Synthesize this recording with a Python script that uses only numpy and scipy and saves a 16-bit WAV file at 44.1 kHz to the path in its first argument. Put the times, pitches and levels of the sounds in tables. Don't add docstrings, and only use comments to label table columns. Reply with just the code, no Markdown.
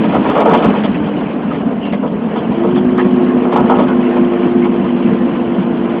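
import sys
import numpy as np
from scipy import signal
from scipy.fft import rfft, irfft, next_fast_len
from scipy.io import wavfile
from scipy.ndimage import uniform_filter1d, map_coordinates

SR = 44100
rng = np.random.default_rng(int(sys.argv[2]) if len(sys.argv) > 2 else 0)


def rack_gain(trim_db):
    fader = np.asarray(trim_db, float)
    return 10 ** (fader / 20)


def pcm_store(signal):
    levels = np.round(np.clip(np.atleast_2d(signal), -1, 1) * 32767)
    wavfile.write(sys.argv[1], SR, levels.astype(np.int16).T)


N = 264598


def unit(x):
    return x / np.sqrt(np.mean(x ** 2) + 1e-20)


def along(points, hz):
    f, v = np.transpose(points)
    return np.interp(np.log(hz + 1), np.log(f + 1), v)


def curves(rows):
    s, *cols = np.transpose(rows)
    return [np.interp(np.arange(N) / SR, s, c) for c in cols]


def wobble(rate_hz):
    coarse = np.arange(0, N + 64, 64)
    knots = rng.standard_normal(int(N * 60 / SR) + 9)
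    smooth = map_coordinates(knots, [coarse * min(rate_hz, 60) / SR])
    return np.interp(np.arange(N), coarse, smooth)


def filtered(x, response):
    m = next_fast_len(N + SR // 2)
    return irfft(rfft(x[:N], m) * response(np.fft.rfftfreq(m, 1 / SR)), m)[:N]


def modes(table):
    def response(f):
        total = 0
        for k, (hz, width_hz, db) in enumerate(table):
            resonance = 1j * f * width_hz / (hz * hz - f * f + 1j * f * width_hz)
            total = total + (-1) ** k * rack_gain(db) * resonance
        return total
    return response


def rush(spectrum, patchy_db, source=0):
    z = signal.stft(rng.standard_normal(N) + source, nperseg=512)[2]
    field = uniform_filter1d(rng.standard_normal(z.shape), size=5, axis=0)
    field = uniform_filter1d(field, size=4, axis=1)
    x = signal.istft(z * rack_gain(patchy_db * unit(field)), nperseg=512)[1][:N]
    return unit(filtered(x, lambda hz: rack_gain(along(spectrum, hz))))


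# time in seconds, gear mesh in Hz, mesh level in dB, engine order in Hz,
# order level in dB.
DRIVE = [(0, 320.5, -19.5, 224, -30.5), (.45, 310, -26.5, 217, -29.5), (.7, 303.2, -26, 210, -18.5),
         (1.15, 296.4, -23, 206, -22), (1.32, 292.5, -33.5, 204, -34), (1.7, 281.3, -27.5, 200, -33),
         (2.1, 296.8, -30, 208, -22.5), (2.35, 303.9, -35, 213, -21.5), (2.55, 332, -20, 232, -22),
         (2.72, 358.9, -15, 246, -17.5), (2.87, 365.1, -17.5, 252, -14.5), (3.3, 358, -17, 250, -16),
         (3.7, 357.2, -18.5, 248.5, -19.5), (4.1, 351.2, -18, 247, -14.5), (4.6, 351.4, -15.5, 247, -16),
         (4.85, 346.2, -19.5, 244, -20.5), (5.4, 343.2, -21.5, 243, -19), (6, 342.4, -21.5, 236, -25.5)]


def whirl(turns, db, flutter_db):
    return np.sqrt(2) * rack_gain(db + flutter_db * wobble(18)) * np.sin(2 * np.pi * turns)


def drive():
    mesh_hz, mesh_db, order_hz, order_db = curves(DRIVE)
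    third_db = -41.5 + 0.29 * (mesh_db + 24.5)
    gear = np.cumsum(mesh_hz * (1 + .003 * wobble(25))) / SR
    crank = np.cumsum(order_hz * (1 + .003 * wobble(25))) / SR
    whine = whirl(gear, mesh_db, 2.2)
    whine += whirl(2 * gear, third_db + 1.5, 2.4) + whirl(3 * gear, third_db, 3)
    engine = whirl(crank, order_db + .5, 1.9) + whirl(crank * 4 / 5, order_db - 12.5, 3.5)
    firings = crank / 5
    return whine + engine, firings


# time in seconds, peak in dB.
JOLTS = [(0, -6), (.19, -9), (0.301, -13.5), (.43, -19.5), (.58, -13.5), (0.688, -9.5), (.85, -14.5),
         (0.911, -13.5), (1.061, -12.5), (1.16, -16.5), (1.311, -17.5), (1.49, -16), (1.621, -17),
         (1.93, -18.5), (2.12, -16), (2.4, -14.5), (2.51, -13), (2.86, -10.5), (2.981, -16), (3.06, -12.5),
         (3.14, -10.5), (3.24, -12.5), (3.631, -10), (3.97, -14), (4.22, -15.5), (4.47, -14), (5.08, -13),
         (5.35, -18), (5.48, -15), (5.61, -14)]
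JOLT_RISE_S, JOLT_FALL_S = 0.03, 0.015


def heave():
    t, mesh_db = np.arange(N) / SR, curves(DRIVE)[1]
    steady_db = -20.5 + 0.25 * (mesh_db + 23.5) + 1.5 * wobble(12)
    swells = [db - 6 * np.maximum((s - t) / JOLT_RISE_S, (t - s) / JOLT_FALL_S) for s, db in JOLTS]
    return np.maximum(steady_db, np.max(swells, axis=0))


# frequency in Hz, density in dB per Hz.
BOOM = [(20, -43.5), (60, -22), (115, -20), (150, -9.5), (185, -1.5), (225, 2.5), (270, -1.5), (320, -13),
        (420, -22.5), (700, -61)]
ROAR = [(150, -38.5), (290, -2), (385, -3), (450, 1), (547, -7), (696, -6.5), (811, -11), (1030, -11.5),
        (1300, -19), (1600, -28.5), (2500, -51.5)]
HISS = [(600, -29), (1200, -3), (1500, 2), (2000, -1.5), (3000, -3.5), (4000, -6.5)]
# time in seconds, tyre roar in dB, air rush in dB.
ROAD = [(0, -22.5, -30.5), (.3, -18.5, -32.5), (.6, -14.5, -29.5), (.85, -24.5, -33), (1.1, -25, -36.5),
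        (1.6, -24, -37.5), (2.1, -28, -40.5), (2.35, -24, -38), (3.2, -24, -36), (3.6, -19, -35),
        (4.1, -23, -34.5), (4.7, -24, -35), (5.3, -23, -35), (6, -24, -36.5)]


def cabin(firings):
    boom_db, (roar_db, hiss_db) = heave(), curves(ROAD)
    pulses = np.diff(np.floor(firings), prepend=0) * rack_gain(2.4 * wobble(50))
    beat = 1 + 0.078 * np.cos(2 * np.pi * firings)
    shake = wobble(9)
    boom = rack_gain(boom_db + 3.0) * rush(BOOM, patchy_db=1.9, source=0.45 * unit(pulses))
    roar = rack_gain(roar_db + 2.06 + 0.56 * shake) * beat * rush(ROAR, patchy_db=1.2)
    hiss = rack_gain(hiss_db + 7.0 + .7 * shake + 0.37 * wobble(45)) * beat * rush(HISS, patchy_db=2.56)
    return boom + roar + hiss


# time in seconds, peak in dB, door panel part in dB,
# bright part in dB.
BUMPS = [(.124, -10.5, 0, -14.5), (.143, -4, 0.5, -16), (.242, -7, -10, -17), (.298, -8.5, -16, -12),
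         (.351, -1.5, -1, -19.5), (.379, -4.5, -3, -16.5), (.404, -1.5, -4, -16), (0.456, -2.5, 2, -21.5),
         (0.483, -2, -7.5, -28.5), (.508, -3.5, -3, -17.5), (.535, -1, -11.5, -11), (.574, -12, 1, -8),
         (.625, -7, 1, -10), (.645, -7.5, -2.5, -13.5), (.738, -12, -8.5, -17), (2.357, -13, -10, -17),
         (2.762, -13.5, -4, -13), (2.98, -9, -13, -12), (3.45, -12, -5.5, -22.5), (3.524, -7.5, -0.5, -13),
         (3.558, -1, -7.5, -19), (3.583, -5.5, -7.5, -25), (3.64, -14.5, -5, -16), (3.696, -2, -1.5, -19.5),
         (3.719, -2, -10.5, -29.5), (3.755, -10, -2, -19), (3.786, -5, -1, -15), (3.885, -11, -4.5, -13),
         (4.161, -9.5, -2.5, -23), (4.647, -13.5, -9.5, -12.5)]
# time in seconds, peak in dB, bright part in dB.
KNOCKS = [(0.035, -12, -9), (.086, -14.5, -9.5), (.684, -10.5, -12.5), (.76, -15, -7.5), (.838, -13, -4),
          (.942, -24, -5), (1.063, -17, -10), (1.514, -18, -7.5), (1.546, -21.5, -2), (1.6, -20, -15),
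          (1.71, -22.5, -10), (1.853, -21, -4), (1.925, -16.5, -5.5), (2.028, -13.5, -21),
          (2.059, -18.5, -17), (2.521, -25.5, -15.5), (2.582, -19.5, -10.5), (2.633, -13, -16),
          (2.67, -16.5, -15), (3.007, -21.5, -4.5), (3.046, -18, -10.5), (3.155, -18.5, -24),
          (3.425, -20, -10), (3.82, -13, -13.5), (3.929, -24.5, -9.5), (4.317, -18, -15.5),
          (4.838, -16.5, -13), (4.965, -19.5, -12), (5.546, -20.5, -12)]
# frequency in Hz, width in Hz,
# level in dB.
DOOR = [(451.7, 32, 1.5), (503, 45, -3), (575.3, 18, 3.5), (665, 97, -6)]
DASH = [(754, 91, -3.5), (868, 120, -2.5), (971, 39, 1.5), (1109, 37, -4), (1261, 44, -3.5),
        (1431, 90, -13)]
CLIPS = [(1700, 160, -1), (2280, 570, -3), (2870, 530, -3.5), (3510, 380, -0.5)]
KNOCK_DOOR_DB, THUMP_DB, CHATTER_S = 0.9, -20, .024


def bumps():
    t = np.arange(SR // 6) / SR
    dash, door, clip, floor = np.zeros((4, N + SR))
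    knocks = [(s, db, KNOCK_DOOR_DB, bright_db) for s, db, bright_db in KNOCKS]
    blow = 1 + 1.2 * np.exp(-t / 0.0034)
    for s, db, door_db, bright_db in [*BUMPS, *knocks]:
        decay_db = 60 * np.maximum(t - CHATTER_S, 0) / 0.054
        fade = rack_gain(db - decay_db) * (1 - np.exp(-t / 0.0016))
        chatter = rng.standard_normal((3, len(t))) * fade * blow
        start = round((s - .003) * SR)
        at = slice(start, start + len(t))
        dash[at] += chatter[0]
        door[at] += rack_gain(door_db) * chatter[1]
        clip[at] += rack_gain(bright_db) * chatter[2]
        floor[at] += rack_gain(THUMP_DB) * fade * np.sin(2 * np.pi * rng.normal(200, 22) * t)
    panels = rack_gain(9.0) * filtered(dash, modes(DASH)) + rack_gain(13.5) * filtered(door, modes(DOOR))
    return panels + rack_gain(4.5) * filtered(clip, modes(CLIPS)) + floor[:N]


# time in seconds, length in seconds, frequency in Hz, width in Hz, level in dB.
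SQUEAKS = [(1.815, .1, 2800, 80, -33), (1.81, .04, 2960, 130, -36), (1.92, .035, 2100, 250, -34),
           (2.755, .045, 3360, 150, -30), (2.36, .04, 3400, 300, -33), (2.975, .045, 1800, 220, -25),
           (4.62, .04, 2200, 150, -29.5), (2.12, .047, 455, 50, -23), (1.63, .33, 688, 16, -31),
           (.94, .025, 2600, 230, -32), (1.505, .03, 1270, 100, -30), (.835, .04, 3400, 300, -31),
           (3.87, .07, 1450, 150, -28)]


def squeaks():
    out, t = np.zeros(N + SR), np.arange(SR // 2) / SR
    ring_t = t[:2000]
    for s, length_s, hz, width_hz, db in SQUEAKS:
        ring = np.exp(-np.pi * width_hz * ring_t) * np.sin(2 * np.pi * hz * ring_t)
        rub = unit(signal.fftconvolve(rng.standard_normal(len(t) + 1999), ring, "valid"))
        swell = np.sin(np.pi * np.clip(t / length_s, 0, 1)) ** 0.24
        out[round(s * SR):][:len(t)] += rack_gain(db) * swell * rub
    return out[:N]


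def scene():
    tones, firings = drive()
    return (tones + cabin(firings) + bumps() + squeaks())[None]


# time in seconds, peak in dB.
OVERLOADS = [(.1461, -43), (.1538, -45), (.3002, -36), (.3558, -45), (.3804, -41), (.4056, -34),
             (.4104, -37), (.4593, -38), (.4967, -37), (.5231, -41), (.5396, -33), (.5435, -40),
             (.5515, -36), (.5765, -41), (.6471, -33), (.6571, -35), (.7048, -46), (2.848, -49),
             (2.9807, -41), (3.0639, -49), (3.141, -47), (3.241, -52), (3.5314, -43), (3.5346, -44),
             (3.5656, -40), (3.5683, -39), (3.5753, -38), (3.6052, -43), (3.7041, -40), (4.4681, -48)]
NEIGHBOUR_S, NEIGHBOUR_DB = 0.0022, -15


def overload(wide):
    s, db = np.transpose(OVERLOADS)
    at = np.round(s * SR).astype(int)
    ticks = np.zeros(N)
    ticks[at] = -np.sign(wide[at]) * rack_gain(db + 14.5)
    gap = round(NEIGHBOUR_S * SR)
    ticks += rack_gain(NEIGHBOUR_DB) * (np.roll(ticks, gap) + np.roll(ticks, -gap))
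    loudness = np.sqrt(np.abs(uniform_filter1d(wide ** 2, size=2000)))
    ticks += rack_gain(-88) * rng.standard_normal(N) * loudness * rack_gain(15)
    colour = [(1500, -20.0), (3500, 15.5), (5500, 5.5), (9700, -3.5), (10500, -14), (16000, -15)]  # Hz, dB
    return filtered(ticks, lambda hz: rack_gain(along(colour, hz)))


def band_limit(x):
    return signal.sosfilt(signal.butter(12, 15850, fs=SR, output="sos"), x)


# frequency in Hz, gain in dB.
PHONE = [(3100, 0), (3450, -7.5), (3750, -16), (4000, -18.5), (4600, -27), (4800, -24), (4950, -56.5),
         (5300, -100)]
PHONE_SR = 8000


def record(dry):
    loud = dry[0] / (1 + np.abs(dry[0] / .945) ** 14) ** (1 / 14)
    loud = loud * np.sin(np.pi / 2 * np.clip((N - np.arange(N)) / 300, 0, 1)) ** 2
    band = filtered(loud, lambda hz: hz < PHONE_SR / 2)
    mirror = 2 * band * np.cos(2 * np.pi * PHONE_SR * np.arange(N) / SR)
    wide = filtered(band + mirror, lambda hz: rack_gain(along(PHONE, hz)))
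    mix = np.clip(wide + overload(wide), -.975, .975)[None]
    return band_limit(mix)


dry = scene()
out = record(dry)
pcm_store(out)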